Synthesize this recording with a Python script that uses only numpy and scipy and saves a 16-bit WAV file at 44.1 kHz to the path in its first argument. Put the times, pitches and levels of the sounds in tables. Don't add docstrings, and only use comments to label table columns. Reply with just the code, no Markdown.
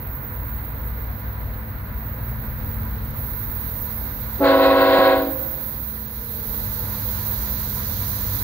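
import sys
import numpy as np
from scipy import signal
from scipy.fft import rfft, irfft, next_fast_len
from scipy.io import wavfile

SR = 44100
rng = np.random.default_rng(int(sys.argv[2]) if len(sys.argv) > 2 else 0)


def master(y):
    cut = np.clip(np.atleast_2d(y).T, -1, 1)
    pcm = np.round(cut * 32767)
    wavfile.write(sys.argv[1], SR, pcm.astype(np.int16))


N = 371763

# frequency in Hz, left-right likeness (1 is identical).
TRAIN_LIKENESS = [(60, 0.96), (260, 0.92), (520, 0.82), (780, 0.2), (1500, 0.028), (3600, 0.14),
                  (6500, 0.11), (10700, 0.15), (11500, 0.29), (12800, 0.68), (14600, 0.87), (16000, 0.82)]
# frequency in Hz, left minus right level in dB.
TRAIN_BALANCE = [(60, 4), (120, 1), (240, -1), (480, 1), (950, -1.5), (1890, 3), (3770, -7), (7520, 0.5),
                 (15000, -14)]

# frequency in Hz, relative power density in dB per Hz.
RAIL_SPECTRUM = [(9800, -54), (10300, -42), (10500, -13), (11500, -5), (12500, -1), (13700, -1.5),
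                 (14200, 2), (15000, 2.5), (16000, 2)]
# centre in Hz, width in Hz, relative level in dB.
RAIL_PEAKS = [(10710, 110, 4.5), (11700, 52, -1), (10900, 64, -18), (11100, 47, -15), (11940, 80, -13),
              (13000, 82, -16), (13900, 100, -8), (14000, 75, -24), (14700, 86, -21), (15060, 89, -20),
              (15700, 53, -7)]
# time in seconds, level in dB, share of its lower part removed (0 to 1).
RAIL_COURSE = [(0.0, -35.5, 0.99), (0.55, -35, 1), (1.85, -40.5, 0.99), (2.1, -36, 1), (2.85, -35, 0.92),
               (3.15, -37.5, 0.83), (3.17, -32, 0.4), (3.75, -29.5, 0.61), (4.4, -33, 0.53),
               (5.4, -28, 0.78), (6.1, -34, 0.18), (6.5, -30, 0.084), (8.43, -28, 0.068)]
RAIL_LEAD_S = -0.00054

# time in seconds, rumble level in dB, roar level in dB, sizzle level in dB.
TRAIN_LEVELS = [(0.0, -32, -40.5, -66), (1.2, -30, -40, -58.5), (1.7, -30.5, -40.5, -62),
                (3.1, -28, -40, -55.5), (3.5, -31, -41, -53.5), (4.4, -31.5, -40, -51),
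                (5.4, -36, -41, -51.5), (6.1, -37, -45, -52), (6.6, -32, -40.5, -47.5),
                (7.2, -31, -39.5, -45), (8.0, -29.5, -39.5, -44), (8.43, -28.5, -39, -44)]
# frequency in Hz, relative power density in dB per Hz.
ROAR_SPECTRUM = [(120, -9), (185, -7), (215, -11), (244, -10), (281, -5.5), (335, -15.5), (505, -12),
                 (727, -14), (1010, -12.5), (1670, -14.5), (3300, -36.5), (4290, -31), (7260, -120)]
# centre in Hz, width in Hz, relative level in dB.
ROAR_DRONE = [(454.5, 4.1, -2), (503.5, 10.7, 0.3), (904, 17, -5), (984.6, 13.4, 2.5), (1447, 19, -2.5),
              (2025, 245, -11.5)]
# frequency in Hz, relative power density in dB per Hz.
SIZZLE_SPECTRUM = [(2300, -8.5), (2830, -11), (4100, 1), (5400, -6), (6100, -2.5), (6960, -4),
                   (7720, -18.5), (8500, -5), (8900, -16.5), (10000, -21)]
SIZZLE_FAR_DULLING = 1.06

# time in seconds, pitch in Hz, level in dB.
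FAN_COURSE = [(0, 218, -48), (1.8, 218.5, -44), (2.7, 218.5, -41), (3.4, 219, -44), (4.3, 220.5, -43),
              (5.4, 219.5, -46), (6.0, 216, -43), (6.8, 210, -41), (7.5, 208, -39.5), (7.9, 206.5, -40),
              (8.43, 204.5, -44)]
FAN_OCTAVE_DB = -19
# middle in seconds, half width in seconds, pitch in Hz, level in dB.
SWELLING_TONES = [(6.45, .35, 446, -51), (6.45, .5, 479, -51), (6.5, .3, 587, -54), (6.75, .3, 881, -52),
                  (6.95, .28, 497, -49), (7.2, .4, 896, -54), (7.75, .55, 985, -56), (8.0, .3, 481, -53)]

FIRING_HZ = 19.9
# multiple of the firing rate, relative level in dB.
FIRING_ORDERS = [(2.001, -8), (3, 5), (3.6, -34), (5, 1.5), (6, -4), (7, -4.5)]
# frequency in Hz, relative power density in dB per Hz.
RUMBLE_SPECTRUM = [(22, -41), (34, -28), (40, 0.5), (60, 0.5), (107, -1.5), (135, -7.5), (187, -17),
                   (243, -16.5), (330, -35)]
THROB_SHARE_DB, RUMBLE_SHARE_DB = -2, -1.5

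HILLS_T60_S, HILLS_DB, HILLS_CUT_HZ = 1.35, -26, 1300
HILLS_BLUR = .6

# settled pitch in Hz, then the relative levels in dB of its partials in order.
HORN_BELLS = [(274.8, -23.5, -22.5, -34, -28.5, -41, -38, -45, -60, -49, -60, -52, -55, -52, -54, -58),
              (325.5, -34, -23.5, -30.5, -32.5, -42, -45, -51, -54, -54, -52, -52, -51, -54),
              (379.1, -29, -27, -47, -43, -41, -51, -48, -52, -56, -53, -58, -63, -71),
              (495.0, -24, -29, -33, -43, -48, -55, -48, -51, -60, -73),
              (531.2, -21, -30, -50, -43, -48, -52, -47, -58, -70)]
# bell index, its multiple,
# other bell index, its multiple, relative level in dB.
MIXED_TONES = [(4, 1, 0, -1, -40), (4, 1, 0, 1, -43), (4, 1, 0, 2, -31), (4, 1, 0, 3, -46),
               (4, 1, 0, 4, -44), (4, -1, 0, 3, -48), (4, -1, 0, 4, -43), (4, -1, 0, 5, -42),
               (4, -1, 0, 6, -46), (4, -1, 0, 7, -50), (4, -1, 0, 8, -47), (4, 2, 0, -2, -41),
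               (4, 4, 0, -2, -52), (4, 3, 0, 2, -49), (4, 4, 0, 2, -51), (1, 1, 0, 1, -42),
               (3, 2, 2, 2, -52), (1, 3, 0, 3, -52), (4, 1, 2, 1, -52), (2, 1, 0, 1, -45),
               (4, 1, 3, 1, -46), (1, 1, 0, 4, -47), (0, 1, 2, 3, -43), (3, 1, 2, 4, -50),
               (4, -1, 3, 4, -47), (4, 1, 1, -1, -52), (1, 1, 2, 1, -51)]
REEDY_LOW_HZ, REEDY_HIGH_HZ, REEDY_DB = 1700, 4300, -58
# bell index, partial number,
# level offset in dB.
UNSETTLED_PARTIALS = [(0, 3, 13), (1, 1, -4), (1, 3, -9), (1, 4, 6), (2, 2, -11), (3, 2, -9), (3, 3, -4)]
# bell index, partial number, slope in dB per second.
LEANING_PARTIALS = [(0, 1, -5), (0, 2, -7), (0, 3, -8), (0, 6, 8), (1, 4, -10), (2, 2, 9), (2, 5, 8)]
BELL_PITCH_DRIFT = [(3.2, 0), (2.7, 6), (3.0, 0), (2.7, 6), (1.6, 6)]
# speech delay in seconds, share of the closing fade.
BELL_RESPONSE = [(.013, .8), (.014, .4), (.001, .9), (.017, .75), (.018, .9)]
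# frequency in Hz, relative power density in dB per Hz.
RUSH_SPECTRUM = [(200, -42), (500, 2.5), (1000, -6), (1250, -8), (1500, 2.5), (2200, -7), (2900, -12),
                 (3900, -7), (5000, -27.5), (6000, -59), (7200, -45), (10300, -52.5)]
# frequency in Hz, left-right likeness.
RUSH_STEREO = [(200, .95), (2000, .8), (4000, .75), (10000, .5)]
# frequency in Hz, left minus right level in dB.
HORN_STEREO_BALANCE = [(60, -4), (130, 14), (290, -1), (640, -1.0), (1410, 0), (3100, 5.5), (6820, -48),
                       (15000, 10)]
HORN_LEAD_S = 0.000095

OPEN_AT_S, CLOSE_AT_S, STALL_AT_S = 4.384, 5.103, 5.31
HOLD_DB, ATTACK_S, BRIGHTEN_S, SETTLE_S = 4, 0.0079, 0.034, .08
FADE_DB_PER_S, FADE_QUICKENS_DB_PER_S2, STALL_DB_PER_S = 27, 170, 480
START_DULL_DB_PER_OCTAVE, HOLD_DULL_DB_PER_OCTAVE, DULLING_DB_PER_OCTAVE_PER_S = 9.5, -0.18, 66
DULLING_LAG_S = .03
RUSH_DB, RUSH_FOLLOWS_DULLING = -27, 0.73
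RUSH_LAG_S, RUSH_RISE_DB_PER_S = .06, 900
WANDER = .0004
BITE_DB = 3.5
GUST_DB = 1.3
SKIP_AT_S, SKIP_S, SKIP_GAP_S = 4.9894, .0231, .00011

GAIN_KNEE_DB, GAIN_SLOPE, GAIN_MEMORY_S = -22, 0.26, 0.075
CUTOFF_HZ = 15720


def from_db(db):
    return 10 ** (np.asarray(db) / 20)


def rms_one(x):
    return x / np.sqrt(np.mean(x ** 2) + 1e-20)


def in_time(rows):
    s, *columns = np.transpose(rows)
    return [np.interp(np.arange(N) / SR, s, column) for column in columns]


def at_hz(points, hz):
    table_hz, values = np.array(points).T
    return np.interp(np.log(hz), np.log(table_hz), values)


def drift(rate_hz):
    step = 40
    pole = np.exp(-2 * np.pi * rate_hz * step / SR)
    noise = rng.standard_normal(N // step + 2002)
    slow = signal.lfilter([1], [1, -2 * pole, pole * pole], noise)[2000:]
    return np.interp(np.arange(N) / step, np.arange(len(slow)), rms_one(slow))


def sides(balance_db):
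    return from_db(np.array([balance_db / 2, -balance_db / 2]))


def stereo_noise(spectrum, balance, patchy_db, flicker_rate, count, lead_s=0, peaks=(), peaks_db=0,
                 likeness=TRAIN_LIKENESS):
    size = next_fast_len(N)
    hz = np.maximum(np.arange(size // 2 + 1) * SR / size, 1)
    mid, side = rfft(rng.standard_normal((2, size)))
    alike = np.clip(at_hz(likeness, hz), -.99, .99)
    both = np.sqrt(1 + alike) * mid + np.sqrt(1 - alike) * side * [[1], [-1]]
    both[0] *= np.exp(2j * np.pi * hz * lead_s)
    power = from_db(2 * at_hz(spectrum, hz))
    for centre, width, level_db in peaks:
        power = power + from_db(2 * (level_db + peaks_db)) / (1 + (2 * (hz - centre) / width) ** 2)
    both = both * np.sqrt(power) * sides(at_hz(balance, hz))
    edges = np.geomspace(spectrum[0][0], spectrum[-1][0], count + 1)
    together = drift(flicker_rate)
    out = 0
    for low, high in zip(edges, edges[1:]):
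        band = irfft(both * ((hz >= low) & (hz < high)), size)[:, :N]
        out = out + band * from_db(patchy_db * (0.21 * together + drift(flicker_rate)))
    return out / np.sqrt(np.mean(out.mean(axis=0) ** 2))


def rails():
    hiss_db, dull = in_time(RAIL_COURSE)
    hiss = stereo_noise(RAIL_SPECTRUM, TRAIN_BALANCE, patchy_db=1.6, flicker_rate=12.0, count=5,
                        lead_s=RAIL_LEAD_S, peaks=RAIL_PEAKS, peaks_db=-12.0)
    lower = signal.sosfiltfilt(signal.butter(3, 12600, fs=SR, output="sos"), hiss)
    return from_db(hiss_db) * (hiss - np.clip(dull, 0, 1) * lower)


def wheels(roar_db, sizzle_db):
    roar = stereo_noise(ROAR_SPECTRUM, TRAIN_BALANCE, patchy_db=0.77, flicker_rate=13.0, count=4,
                        peaks=ROAR_DRONE, peaks_db=-7)
    sizzle = stereo_noise(SIZZLE_SPECTRUM, TRAIN_BALANCE, patchy_db=.9, flicker_rate=11.0, count=4,
                          lead_s=HORN_LEAD_S)
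    top = signal.sosfiltfilt(signal.butter(2, 5200, "high", fs=SR, output="sos"), sizzle)
    top_kept = from_db(SIZZLE_FAR_DULLING * (sizzle_db - sizzle_db.max()))
    return from_db(roar_db) * roar + from_db(sizzle_db) * (sizzle - (1 - top_kept) * top)


def faint_tones():
    t = np.arange(N) / SR
    out = 0
    for middle_s, width_s, hz, level_db in SWELLING_TONES:
        swell = np.exp(-((t - middle_s) / width_s) ** 2) * from_db(level_db + drift(2))
        out = out + swell * np.sin(2 * np.pi * hz * t + .6 * drift(2))
    return np.sqrt(2) * out


def fan():
    hz, level_db = in_time(FAN_COURSE)
    wobble_db = .9 * drift(3)
    phase = 2 * np.pi * np.cumsum(hz) / SR + .1 * drift(4)
    tone = np.sin(phase) + from_db(FAN_OCTAVE_DB) * np.sin(2 * phase)
    return np.sqrt(2) * from_db(level_db + wobble_db) * tone


def diesels():
    turns = 2 * np.pi * np.cumsum(FIRING_HZ * (1 + .002 * drift(.3))) / SR
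    throb = 0
    for order, level_db in FIRING_ORDERS:
        phase = order * turns + 0.32 * drift(1.2) + 2 * np.pi * rng.random()
        throb = throb + from_db(level_db + 3.84 * drift(1.26)) * np.sin(phase)
    throb = rms_one(throb) * sides(0.43)[:, None]
    rumble = stereo_noise(RUMBLE_SPECTRUM, TRAIN_BALANCE, patchy_db=-0.5, flicker_rate=4.9, count=3)
    return from_db(THROB_SHARE_DB) * throb + from_db(RUMBLE_SHARE_DB) * rumble


def hills(x):
    t = np.arange(round(1.6 * SR)) / SR
    shared, own = rng.standard_normal(len(t)), rng.standard_normal((2, len(t)))
    response = (shared + 1.05 * own) * from_db(-60 * t / HILLS_T60_S) * (t > .04)
    response = signal.sosfilt(signal.butter(1, HILLS_CUT_HZ, fs=SR, output="sos"), response)
    response /= np.sqrt(np.sum(response ** 2, axis=1, keepdims=True))
    x = x * (1 + HILLS_BLUR * drift(10)) / np.hypot(1, HILLS_BLUR)
    return signal.fftconvolve(x, response, axes=1)[:, :N]


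def air_pressure(t):
    since, closing, stalled = (np.maximum(t - at, 0) for at in (OPEN_AT_S, CLOSE_AT_S, STALL_AT_S))
    late_s, fade_share = np.transpose(BELL_RESPONSE)[:, :, None]
    attack = 1 - np.exp(-np.maximum(since - late_s, 0) / ATTACK_S)
    fade_db = (FADE_DB_PER_S + FADE_QUICKENS_DB_PER_S2 * closing) * closing
    loud_db = HOLD_DB + 40 * np.log10(1e-3 + attack) - fade_share * fade_db - STALL_DB_PER_S * stalled
    lack_db = START_DULL_DB_PER_OCTAVE * np.exp(-(since / BRIGHTEN_S) ** 2 / 2)
    lack_db = lack_db + DULLING_DB_PER_OCTAVE_PER_S * np.maximum(closing - DULLING_LAG_S, 0)
    unsettled = np.exp(-(since / SETTLE_S) ** 2)
    return loud_db, lack_db, unsettled, closing


def horn_partials(t, unsettled, pitch):
    early_db = {(bell, k): db for bell, k, db in UNSETTLED_PARTIALS}
    lean = {(bell, k): slope for bell, k, slope in LEANING_PARTIALS}
    from_middle = np.minimum(t, CLOSE_AT_S) - (OPEN_AT_S + CLOSE_AT_S) / 2
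    partials = []
    for a, bell in enumerate(HORN_BELLS):
        for k, db in enumerate(bell[1:], 1):
            level_db = db + early_db.get((a, k), 0) * unsettled + lean.get((a, k), 0) * from_middle
            partials.append((a, k, a, 0, level_db))
    reedy = [(4, j, 0, k, REEDY_DB) for j in range(1, 8) for k in range(1, 15)
             if REEDY_LOW_HZ < j * pitch[4] + k * pitch[0] < REEDY_HIGH_HZ]
    return partials + MIXED_TONES + reedy


def horn():
    span = slice(round(OPEN_AT_S * SR), round((STALL_AT_S + .2) * SR))
    t = np.arange(N)[span] / SR
    loud_db, lack_db, unsettled, closing = air_pressure(t)
    dulling_db = HOLD_DULL_DB_PER_OCTAVE + lack_db
    pitch = [bell[0] for bell in HORN_BELLS]
    pitch_ratio = np.array([1 + (start * unsettled - sag * closing) / 100 + WANDER * drift(5)[span]
                            for start, sag in BELL_PITCH_DRIFT])
    clock = np.cumsum(pitch_ratio, axis=1) / SR + SKIP_S * (t > SKIP_AT_S)
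    gap = np.tanh(np.abs(t - SKIP_AT_S) / SKIP_GAP_S)
    wavers = np.array([drift(10.8)[span] for _ in range(8)])
    gust_db = GUST_DB * drift(9)[span] + BITE_DB * np.sqrt(unsettled)
    out = np.zeros((2, N))
    for a, j, b, k, level_db in horn_partials(t, unsettled, pitch):
        hz = j * pitch[a] + k * pitch[b]
        cycles = j * pitch[a] * clock[a] + k * pitch[b] * clock[b]
        shake = np.tanh(hz / 1500) * wavers[rng.permutation(8)[:4]]
        sway_db = 3.0 * shake[0] + 1.3 * shake[1:3] + gust_db * np.tanh((hz / 3000) ** 2)
        gain = np.sqrt(2) * from_db(level_db + loud_db[a] - dulling_db * np.log2(hz / 300) + sway_db)
        phase = 2 * np.pi * (cycles + hz * np.array([[HORN_LEAD_S], [0]]) + rng.random())
        phase = phase + np.minimum((hz / 2500) ** 2, 1.5) * shake[3] + .2 * shake[1:3]
        balance = sides(at_hz(HORN_STEREO_BALANCE, hz))[:, None]
        out[:, span] += gap * gain * balance * np.sin(phase)
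    rush_db = RUSH_DB + loud_db[3] - HOLD_DB - RUSH_FOLLOWS_DULLING * lack_db
    rush_db = rush_db - RUSH_RISE_DB_PER_S * np.maximum(OPEN_AT_S + RUSH_LAG_S - t, 0)
    rush = stereo_noise(RUSH_SPECTRUM, HORN_STEREO_BALANCE, patchy_db=1.5, flicker_rate=16, count=8,
                        lead_s=HORN_LEAD_S, likeness=RUSH_STEREO)
    out[:, span] += from_db(rush_db + gust_db) * rush[:, span]
    return out


def gain_control(x):
    memory = np.exp(-1 / (GAIN_MEMORY_S * SR))
    power = signal.lfilter([1 - memory], [1, -memory], np.mean(x ** 2, axis=0))
    level_db = 10 * np.log10(power + 1e-12)
    return x * from_db(-GAIN_SLOPE * np.maximum(level_db - GAIN_KNEE_DB, 0))


def scene():
    rumble_db, roar_db, sizzle_db = in_time(TRAIN_LEVELS)
    train = rails() + wheels(roar_db, sizzle_db) + faint_tones() + fan() + from_db(rumble_db) * diesels()
    blast = horn()
    return train + from_db(HILLS_DB) * hills(blast) + blast


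def record(dry):
    rounded = 1.2 * np.tanh(gain_control(dry) / 1.2)
    return signal.sosfilt(signal.ellip(12, .5, 70, CUTOFF_HZ, fs=SR, output="sos"), rounded)


dry = scene()
out = record(dry)
master(out)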